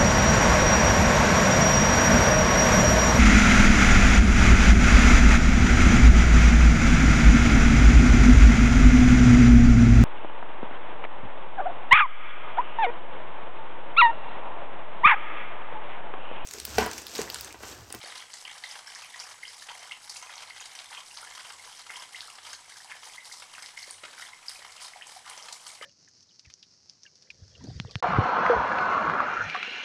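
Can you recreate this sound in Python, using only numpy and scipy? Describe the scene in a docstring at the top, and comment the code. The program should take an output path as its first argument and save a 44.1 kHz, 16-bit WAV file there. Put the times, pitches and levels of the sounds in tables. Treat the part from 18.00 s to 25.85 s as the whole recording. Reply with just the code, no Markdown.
"""Water splashes into a bathtub load after load, about four times a second, thrown off a small wheel
made from a plastic bottle that turns under a hissing jet. Each load lands as sharp drop impacts,
short ringing bubbles and fine spray, now and then with a slap on the tub.
The tiled bathroom rings after each of them; the camera adds a low hum and a faint whine."""
import sys
import numpy as np
from scipy import signal
from scipy.fft import rfft, irfft, next_fast_len
from scipy.io import wavfile

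SR = 44100
rng = np.random.default_rng(int(sys.argv[2]) if len(sys.argv) > 2 else 0)


def to_wav(sig):
    """Store sig (one row per channel, or 1-D mono) as 16-bit WAV at the path in sys.argv[1].

    Samples outside -1..1 are clipped; the rate is SR.
    """
    pcm = np.clip(np.atleast_2d(sig), -1, 1) * 32767
    pcm = np.round(pcm).astype(np.int16)
    wavfile.write(sys.argv[1], SR, pcm.T)  # frames by channels


N = 346185


def amp(db):
    """Decibels to gain."""
    return 10 ** (np.asarray(db) / 20)


def unit(x):
    """Scale to rms 1."""
    return x / np.sqrt(np.mean(x ** 2) + 1e-20)


def along(points, hz):
    """Read a curve of (freq_hz, value) points on a log frequency axis."""
    freqs, values = np.transpose(points)
    return np.interp(np.log(hz + 1), np.log(freqs + 1), values)


def wobble(rate_hz):
    """A smooth random curve with rate_hz knots a second."""
    knots = rng.standard_normal(int(N * rate_hz / SR) + 4)
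    return signal.resample(knots, next_fast_len(N))[:N]


def scattered(count):
    """Random sample positions, one in each of count equal stretches."""
    return ((np.arange(count) + rng.random(count)) * (N - 1) / count).astype(int)


def filtered(x, response):
    """Filter x by a complex function of frequency."""
    size = next_fast_len(N + SR // 2)
    return irfft(rfft(x, size) * response(np.fft.rfftfreq(size, 1 / SR)), size)[:len(x)]


def coloured(x, spectrum, size=2048):
    """Causal filter with the given spectrum, so attacks stay sharp."""
    cepstrum = irfft(np.log(amp(along(spectrum, np.fft.rfftfreq(size, 1 / SR)))))
    cepstrum[1:size // 2] *= 2
    cepstrum[size // 2 + 1:] = 0
    return signal.fftconvolve(x, irfft(np.exp(rfft(cepstrum))))[:N]


def noise(spectrum):
    """Steady noise with the given spectrum; rms 1."""
    return unit(coloured(rng.standard_normal(N), spectrum))


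def plinks(start_s, hz, gain, cycles, rise, onset, size):
    """Damped sines: each swells quickly and climbs in pitch as its bubble nears the surface."""
    t = np.arange(size) / SR
    age = t * (hz / cycles)[:, None]  # 1 after 60 dB of decay
    swell = (1 - np.exp(-age / onset)) ** 2 * amp(-60 * age)
    glide = 1 + rise * (np.minimum(age, 1) - 1 / 4)
    wave = swell / swell.max(1, keepdims=True) * np.sin(2 * np.pi * hz[:, None] * t * glide)
    sign = rng.choice([-1, 1], len(start_s))
    where = np.round(start_s * SR).astype(int)[:, None] + np.arange(size)
    return np.bincount(where.ravel(), (wave * (gain * sign)[:, None]).ravel(), N)[:N]


# Room tone, all around the microphone: freq_hz, level_db
ROOM_TONE = [(15, 11.5), (28, -4), (42, 1), (70, -2), (90, 13.5), (115, 2), (250, 4), (450, 2.5),
             (900, -23), (4000, -38)]
# The camera's own tones, right at the microphone: pitch_hz, rms_db
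CAMERA_TONES = [(91, -89), (146, -87), (7866, -69.5)]
def rumble_and_hum():
    """Low room rumble and the camera's slightly unsteady hum and whine."""
    t = np.arange(N) / SR
    tones = sum(amp(db) * unit(np.sin(2 * np.pi * hz * t + 0.59 * wobble(14)))
                for hz, db in CAMERA_TONES)
    return tones + amp(-75.5) * noise(ROOM_TONE)


# The jet on the wheel, over the tub: freq_hz, level_db
JET_COLOUR = [(300, -27.5), (750, -4), (2000, -3), (5000, -4), (9500, -7), (11000, 0.5), (12200, -18),
              (13500, -25)]
def jet():
    """The jet hisses evenly as it hits the plastic."""
    return amp(-58.0) * noise(JET_COLOUR)


# Ring of the tiled walls around the microphone: freq_hz, t60_s
TILE_DECAY = [(200, 0.78), (1000, 0.23), (4000, 0.24), (10000, 0.4)]
# Resonances of the tub's hollow, under the wheel: pitch_hz, width_hz, gain_db
TUB_HOLLOW = [(1019, 16, 7.5), (2050, 50, -6.5), (3050, 69, -37)]
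def bathroom(x, build_s):
    """A dense tail from the tiles follows the direct sound; the tub's hollow favours a few pitches."""
    def hollow(f):
        return 1 + sum(amp(db) * 1j * f * width / (pitch ** 2 - f ** 2 + 1j * f * width)
                       for pitch, width, db in TUB_HOLLOW)

    hz, t, bands = signal.stft(rng.standard_normal(SR // 2), SR, nperseg=256)
    decay = amp(-60 * t / along(TILE_DECAY, hz)[:, None])
    tail = signal.istft(bands * decay, SR, nperseg=256)[1]
    tail *= 1 - np.exp(-(np.arange(len(tail)) / SR / build_s) ** 2)
    return filtered(signal.fftconvolve(x, tail / np.linalg.norm(tail))[:N], hollow)


# Slaps on the tub, below the wheel: start_s, peak_db
TUB_SLAPS = [(0.039, -42.5), (5.877, -47.5), (6.035, -43.5), (6.591, -50), (7.376, -51), (7.812, -41)]
# Modes of the tub wall: pitch_hz, level_db, t60_s
WALL_MODES = [(210, -22.5, 0.046), (407, -1.5, 0.026), (426, 14, 0.0099), (558, 15.5, 0.019),
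              (724, -17, 0.027)]
def slaps():
    """Heavier loads knock on the tub wall, which rings dully."""
    out, t = np.zeros(N + SR), np.arange(SR // 8) / SR
    for start_s, peak_db in TUB_SLAPS:
        ring = np.zeros(len(t))
        for hz, db, t60 in WALL_MODES:
            decay = amp(db + rng.normal(0, 1.3) - 60 * t / t60)
            ring += decay * np.sin(2 * np.pi * (hz * t + rng.random()))
        ring *= 1 - np.exp(-t / 0.0023)  # water is a soft hammer
        out[round(start_s * SR):][:len(t)] += amp(peak_db) * ring / np.abs(ring).max()
    return out[:N]


def stray_drops(water, count, lo_hz=1217, hi_hz=7920):
    """Lesser drops plink at random, louder while a load is landing."""
    at = scattered(count)
    _, patter, spray = water[:, at]
    octaves = np.log2(hi_hz / lo_hz) * rng.random(count)
    life, strength = np.clip(rng.standard_normal((2, count)), -2, 2)
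    over_load_db = 10.5 + 1.5 * octaves + 0.9 * strength  # small drops tick more sharply
    gain = np.sqrt(patter * spray) * amp(over_load_db)
    cycles = 18.7 * np.exp(0.34 * life)
    return plinks(at / SR, lo_hz * 2 ** octaves, gain, cycles, rise=0.17, onset=0.065, size=1500)


# The heaviest clumps of water, landing in the tub: start_s, body_db, bright_db
HEAVY_CLUMPS = [(0.12, -44, -67), (0.176, -55, -47), (0.337, -46, -59), (0.475, -43.5, -53),
                (0.578, -45.5, -49), (0.707, -50, -58), (0.754, -41, -59), (0.987, -47, -52),
                (1.202, -45, -50), (1.613, -52, -55), (1.686, -37.5, -66), (1.774, -48, -53),
                (1.918, -45.5, -52.5), (2.095, -57, -42.5), (2.166, -59, -46), (2.225, -47, -51),
                (2.301, -43, -69), (2.421, -44.5, -49.5), (2.655, -47, -47), (2.751, -51, -48.5),
                (2.927, -41, -63), (2.947, -52, -52), (3.374, -43.5, -65), (3.447, -43, -54),
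                (3.503, -41.5, -58), (3.865, -45.5, -51.5), (3.903, -56, -62), (3.964, -48, -48),
                (4.383, -42, -60), (4.449, -43, -54), (4.53, -56, -44), (4.736, -57, -59),
                (5.031, -42.5, -57), (5.142, -50.5, -61), (5.322, -62, -43.5), (5.421, -42, -68),
                (5.623, -48, -44.5), (6.035, -40.5, -67), (6.05, -40.5, -55), (6.13, -45, -64),
                (6.286, -43.5, -55), (6.492, -50, -46), (6.718, -55, -50), (6.763, -50, -51),
                (6.823, -49, -49), (6.88, -45.5, -51), (7.295, -44, -48), (7.373, -46, -55),
                (7.484, -40, -50), (7.525, -66, -41), (7.665, -48, -46), (7.821, -49, -50)]
# The body of a clump's splat and its bright spray: freq_hz, level_db
BODY_COLOUR = [(200, -28.5), (450, -12.5), (620, -5.5), (780, -1), (1100, 5.5), (2000, 1.5), (2600, -1),
               (3100, 3.5), (4000, -1), (7000, -41)]
BRIGHT_COLOUR = [(2000, -39), (3300, -16), (4000, -2), (5400, -3), (7500, -7.5), (9500, -9.5), (11000, -7),
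                 (13500, -28)]
def splats(water, landing_s, t60_s, count):
    """A clump is a burst of tiny impacts that holds while it lands, then quickly thins out."""
    t = np.arange(SR // 10) / SR
    burst = (1 - np.exp(-t / 0.0004)) * amp(-60 * np.maximum(t - landing_s, 0) / t60_s)
    hits, at = np.zeros((2, N)), scattered(count)
    scatter = amp(3 * rng.uniform(-1.13, 1, count))
    hits[:, at] = water[1:, at] * amp([[4], [2.5]]) * scatter  # lesser clumps follow patter and spray
    for start_s, body_db, bright_db in HEAVY_CLUMPS:
        hits[:, round(start_s * SR)] = amp([body_db - 2.13, bright_db + 2.5])
    body, bright = signal.fftconvolve(hits, burst[None] / burst.max(), axes=1)[:, :N]
    return body * noise(BODY_COLOUR) + bright * noise(BRIGHT_COLOUR)


# The loudest drops, close to the microphone: start_s, pitch_hz, level_db, decay_cycles
CLOSE_DROPS = [(0.047, 4350, -33.5, 30), (0.156, 2350, -39, 5.8), (0.179, 3820, -30.5, 8),
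               (0.334, 4230, -30.5, 12), (0.339, 6140, -22, 5.7), (0.452, 2920, -30, 20),
               (0.477, 2210, -35, 24), (0.495, 3180, -36.5, 25), (0.638, 3800, -24.5, 10),
               (0.639, 1900, -30.5, 20), (0.661, 3670, -31.5, 15), (0.712, 4940, -30, 28),
               (0.755, 1660, -38, 21), (0.872, 5350, -32, 33), (0.95, 5200, -26.5, 9.2),
               (0.96, 1710, -34.5, 18), (1.143, 1830, -34, 26), (1.193, 4600, -33, 30),
               (1.2, 5230, -23, 14), (1.431, 2000, -31.5, 24), (1.452, 2960, -34, 30),
               (1.48, 4880, -33.5, 29), (1.697, 3170, -33, 9), (1.7, 905, -41, 28),
               (1.911, 2030, -31.5, 20), (1.92, 2800, -25.5, 15), (2.101, 5100, -30, 11),
               (2.168, 6400, -29, 16), (2.224, 1013, -39.5, 21), (2.225, 6050, -33, 30),
               (2.295, 1770, -35, 13), (2.356, 5670, -31, 15), (2.38, 3990, -27, 6.7),
               (2.505, 2010, -36, 23), (2.605, 6500, -30, 21), (2.625, 3000, -36, 20),
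               (2.752, 5600, -36, 28), (2.79, 3600, -22.5, 4), (2.915, 870, -41, 21),
               (2.949, 2920, -29, 6.1), (2.975, 3020, -32, 25), (2.979, 1070, -37.5, 17),
               (3.173, 4200, -24.5, 7), (3.215, 9050, -34.5, 30), (3.27, 1700, -38, 35),
               (3.392, 1450, -35, 10), (3.53, 1090, -47, 32), (3.595, 2050, -43, 36),
               (3.894, 2090, -38, 45), (3.903, 1700, -24.5, 4.8), (3.958, 3000, -32.5, 24),
               (3.967, 1007, -39, 26), (4.145, 1980, -33.5, 27), (4.158, 2880, -32.5, 17),
               (4.207, 3800, -21.5, 6.2), (4.531, 1580, -34, 12), (4.531, 6200, -29, 22),
               (4.549, 4230, -34, 21), (4.71, 1670, -45, 33), (4.916, 2000, -27, 5), (4.919, 1690, -35, 37),
               (5.179, 1994, -36, 41), (5.582, 1490, -30, 5.1), (5.661, 4460, -24, 4.7),
               (5.774, 2030, -33.5, 20), (5.789, 5050, -32, 14), (5.829, 4500, -31, 17),
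               (5.909, 8670, -25.5, 26), (6.038, 2050, -34, 15), (6.223, 1870, -32.5, 21),
               (6.33, 2040, -40.5, 36), (6.483, 4840, -24, 30), (6.495, 9410, -26, 18),
               (6.826, 8500, -29, 11), (6.868, 4930, -34.5, 25), (6.935, 2000, -37, 10),
               (6.959, 750, -41, 12.6), (7.011, 1770, -37, 20), (7.022, 2800, -30, 12),
               (7.071, 7600, -30.5, 9), (7.16, 726, -45, 27), (7.265, 1130, -37, 21),
               (7.299, 9400, -24.5, 11), (7.377, 5630, -28.5, 13), (7.426, 5170, -29, 8.9),
               (7.68, 7960, -31, 24), (7.812, 1950, -33, 10)]
def near_drops(gain_db=-1.7, trail_s=0.0039):
    """A drop ticks for a few cycles or traps a bubble that rings for many; a droplet trails each."""
    start_s, hz, db, cycles = np.transpose(CLOSE_DROPS)
    gain = amp(db + gain_db)
    late, detune = rng.uniform(-1, 1, (len(hz), 2)).T
    drop = plinks(start_s, hz, gain, cycles, rise=0.14, onset=0.13, size=2400)
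    droplet_s = start_s + trail_s * (1 + late / 2)
    droplet_hz = hz * 1.13 * np.exp(0.16 * detune)
    droplet = plinks(droplet_s, droplet_hz, gain * amp(-7.5), np.minimum(cycles, 12),
                     rise=0.14, onset=0.13, size=1200)
    return drop + droplet


def shower(lo_hz, hi_hz, cycles, spread_db, count, size):
    """Countless drops at random moments, of random pitch, life and strength; rms 1."""
    when, pitch = rng.random((2, count))
    life, strength = np.clip(rng.standard_normal((2, count)), -2, 2)
    hz = lo_hz + (hi_hz - lo_hz) * pitch
    return unit(plinks(when * N / SR, hz, amp(spread_db * strength), cycles * np.exp(life / 2),
                       rise=0.3, onset=0.013, size=size))


# Large bubbles, drops and fine spray, farther off in the tub: freq_hz, level_db
GURGLE_COLOUR = [(150, -35), (330, -12), (400, -18.5), (480, -7.5), (600, -9.5), (760, 2), (1070, 4),
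                 (1350, 1.5), (1800, -16), (3000, -59.5)]
PATTER_COLOUR = [(800, -35), (1300, -19), (1600, 0.5), (2100, 2.5), (2330, 3.5), (2480, -6.5), (2700, -4),
                 (3050, 5.5), (3400, -1.5), (4200, -18), (7000, -36)]
SPRAY_COLOUR = [(2200, -54), (3400, -6.5), (3900, -3), (5200, 0.5), (6500, -1.5), (7500, -5), (9500, -1),
                (10300, 3.5), (11000, 1.5), (12000, -2.5), (13500, -29)]
def splashing(water):
    """Three sizes of drops, each as strong as the water that lands at the moment."""
    clumps = wobble(160)  # the sheet of water tears into clumps that land together
    gurgle = coloured(shower(418, 1642, cycles=16, spread_db=1, count=4500, size=750), GURGLE_COLOUR)
    patter = coloured(shower(1160, 4010, cycles=15, spread_db=2, count=7000, size=360), PATTER_COLOUR)
    spray = coloured(shower(3160, 13830, cycles=22, spread_db=0.5, count=22000, size=130), SPRAY_COLOUR)
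    return (amp(-1.64) * water[0] * unit(gurgle * amp(2.2 * clumps))
            + amp(-2.8) * water[1] * unit(patter * amp(2.0 * clumps))
            + amp(0.1) * water[2] * unit(spray * amp(1.98 * clumps)))


# Loads thrown off the wheel into the tub: start_s, length_s, gurgle_db, patter_db, spray_db
WHEEL_LOADS = [(0.0, 0.22, -54.5, -48, -51.5), (0.297, 0.13, -61.5, -58, -51.5),
               (0.436, 0.14, -58, -53.0, -56.5), (0.614, 0.17, -55.5, -52, -51.5),
               (0.856, 0.36, -60, -52, -54.0), (1.174, 0.17, -54.5, -53, -52.5),
               (1.42, 0.12, -66, -54, -52.5), (1.56, 0.08, -68, -63, -50.5),
               (1.658, 0.27, -56.5, -54.5, -54), (2.015, 0.04, -64.5, -59, -48.5),
               (2.088, 0.11, -58, -57, -49.0), (2.216, 0.29, -55.5, -53.0, -56),
               (2.473, 0.087, -61, -52.0, -59), (2.553, 0.31, -59, -52.5, -53.5),
               (2.883, 0.11, -55.5, -52, -52), (3.046, 0.11, -62, -62.0, -51.5),
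               (3.167, 0.15, -53.5, -52, -52.5), (3.324, 0.21, -58, -54.5, -52.5),
               (3.588, 0.23, -59, -55, -52.5), (3.887, 0.15, -55.5, -50.5, -51.0),
               (4.115, 0.23, -59, -55, -52), (4.426, 0.11, -54.5, -52.5, -51),
               (4.682, 0.16, -69.5, -61, -54), (4.885, 0.07, -61, -50, -56.5),
               (5.014, 0.15, -57, -57.5, -51.5), (5.23, 0.21, -63, -60, -51),
               (5.51, 0.18, -60, -51.5, -53.0), (5.764, 0.17, -83, -53.5, -50),
               (6.025, 0.11, -57.5, -57, -54.5), (6.17, 0.096, -64, -51.0, -50),
               (6.455, 0.12, -63.5, -57, -50), (6.59, 0.29, -57.5, -55.5, -60.5),
               (6.798, 0.075, -59, -68, -48.5), (7.052, 0.13, -58, -57, -53),
               (7.251, 0.19, -54.5, -53, -57), (7.41, 0.16, -56, -60, -54.5),
               (7.602, 0.14, -56.5, -60.5, -52.5), (7.814, 0.025, -56.0, -41.5, -56.0)]
def wheel_flow(attack_s=0.0066, release_s=0.02, sag_db=0.15, trickle_db=(-61, -59.5, -60)):
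    """Gains of gurgle, patter and spray: over a trickle, each load lands, thins and dribbles away."""
    t = np.arange(SR) / SR
    power = np.zeros((3, N + SR))
    for start_s, length_s, *level_db in WHEEL_LOADS:
        swell = (1 - np.exp(-t / attack_s)) * np.exp(-np.maximum(t - length_s, 0) / release_s)
        sag = amp(sag_db * (0.5 - np.minimum(t / length_s, 1)))
        power[:, round(start_s * SR):][:, :SR] += (amp(level_db)[:, None] * swell * sag) ** 2
    return np.sqrt(power[:, :N] + amp(trickle_db)[:, None] ** 2)


def scene():
    """The wheel's loads drive the splashing and the lesser drops and clumps; the room answers."""
    water = wheel_flow()
    drops = near_drops() + stray_drops(water, count=170)
    bursts = splats(water, landing_s=0.0057, t60_s=0.021, count=70) + slaps()
    far = splashing(water)
    room = bathroom(amp(-1.5) * drops + amp(-2.0) * bursts + amp(-10.5) * far, build_s=0.00034)
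    return (drops + bursts + far + room + jet() + rumble_and_hum())[None]


def record(dry):
    """The highest hiss is dulled, with a dip near 11 kHz and nothing above 13.7 kHz."""
    heard = coloured(dry[0], [(9500, 1), (11000, -12.0), (12500, -4), (13600, -6)])  # freq_hz, gain_db
    return filtered(heard, lambda hz: hz < 13700)[None]


dry = scene()
out = record(dry)
to_wav(out)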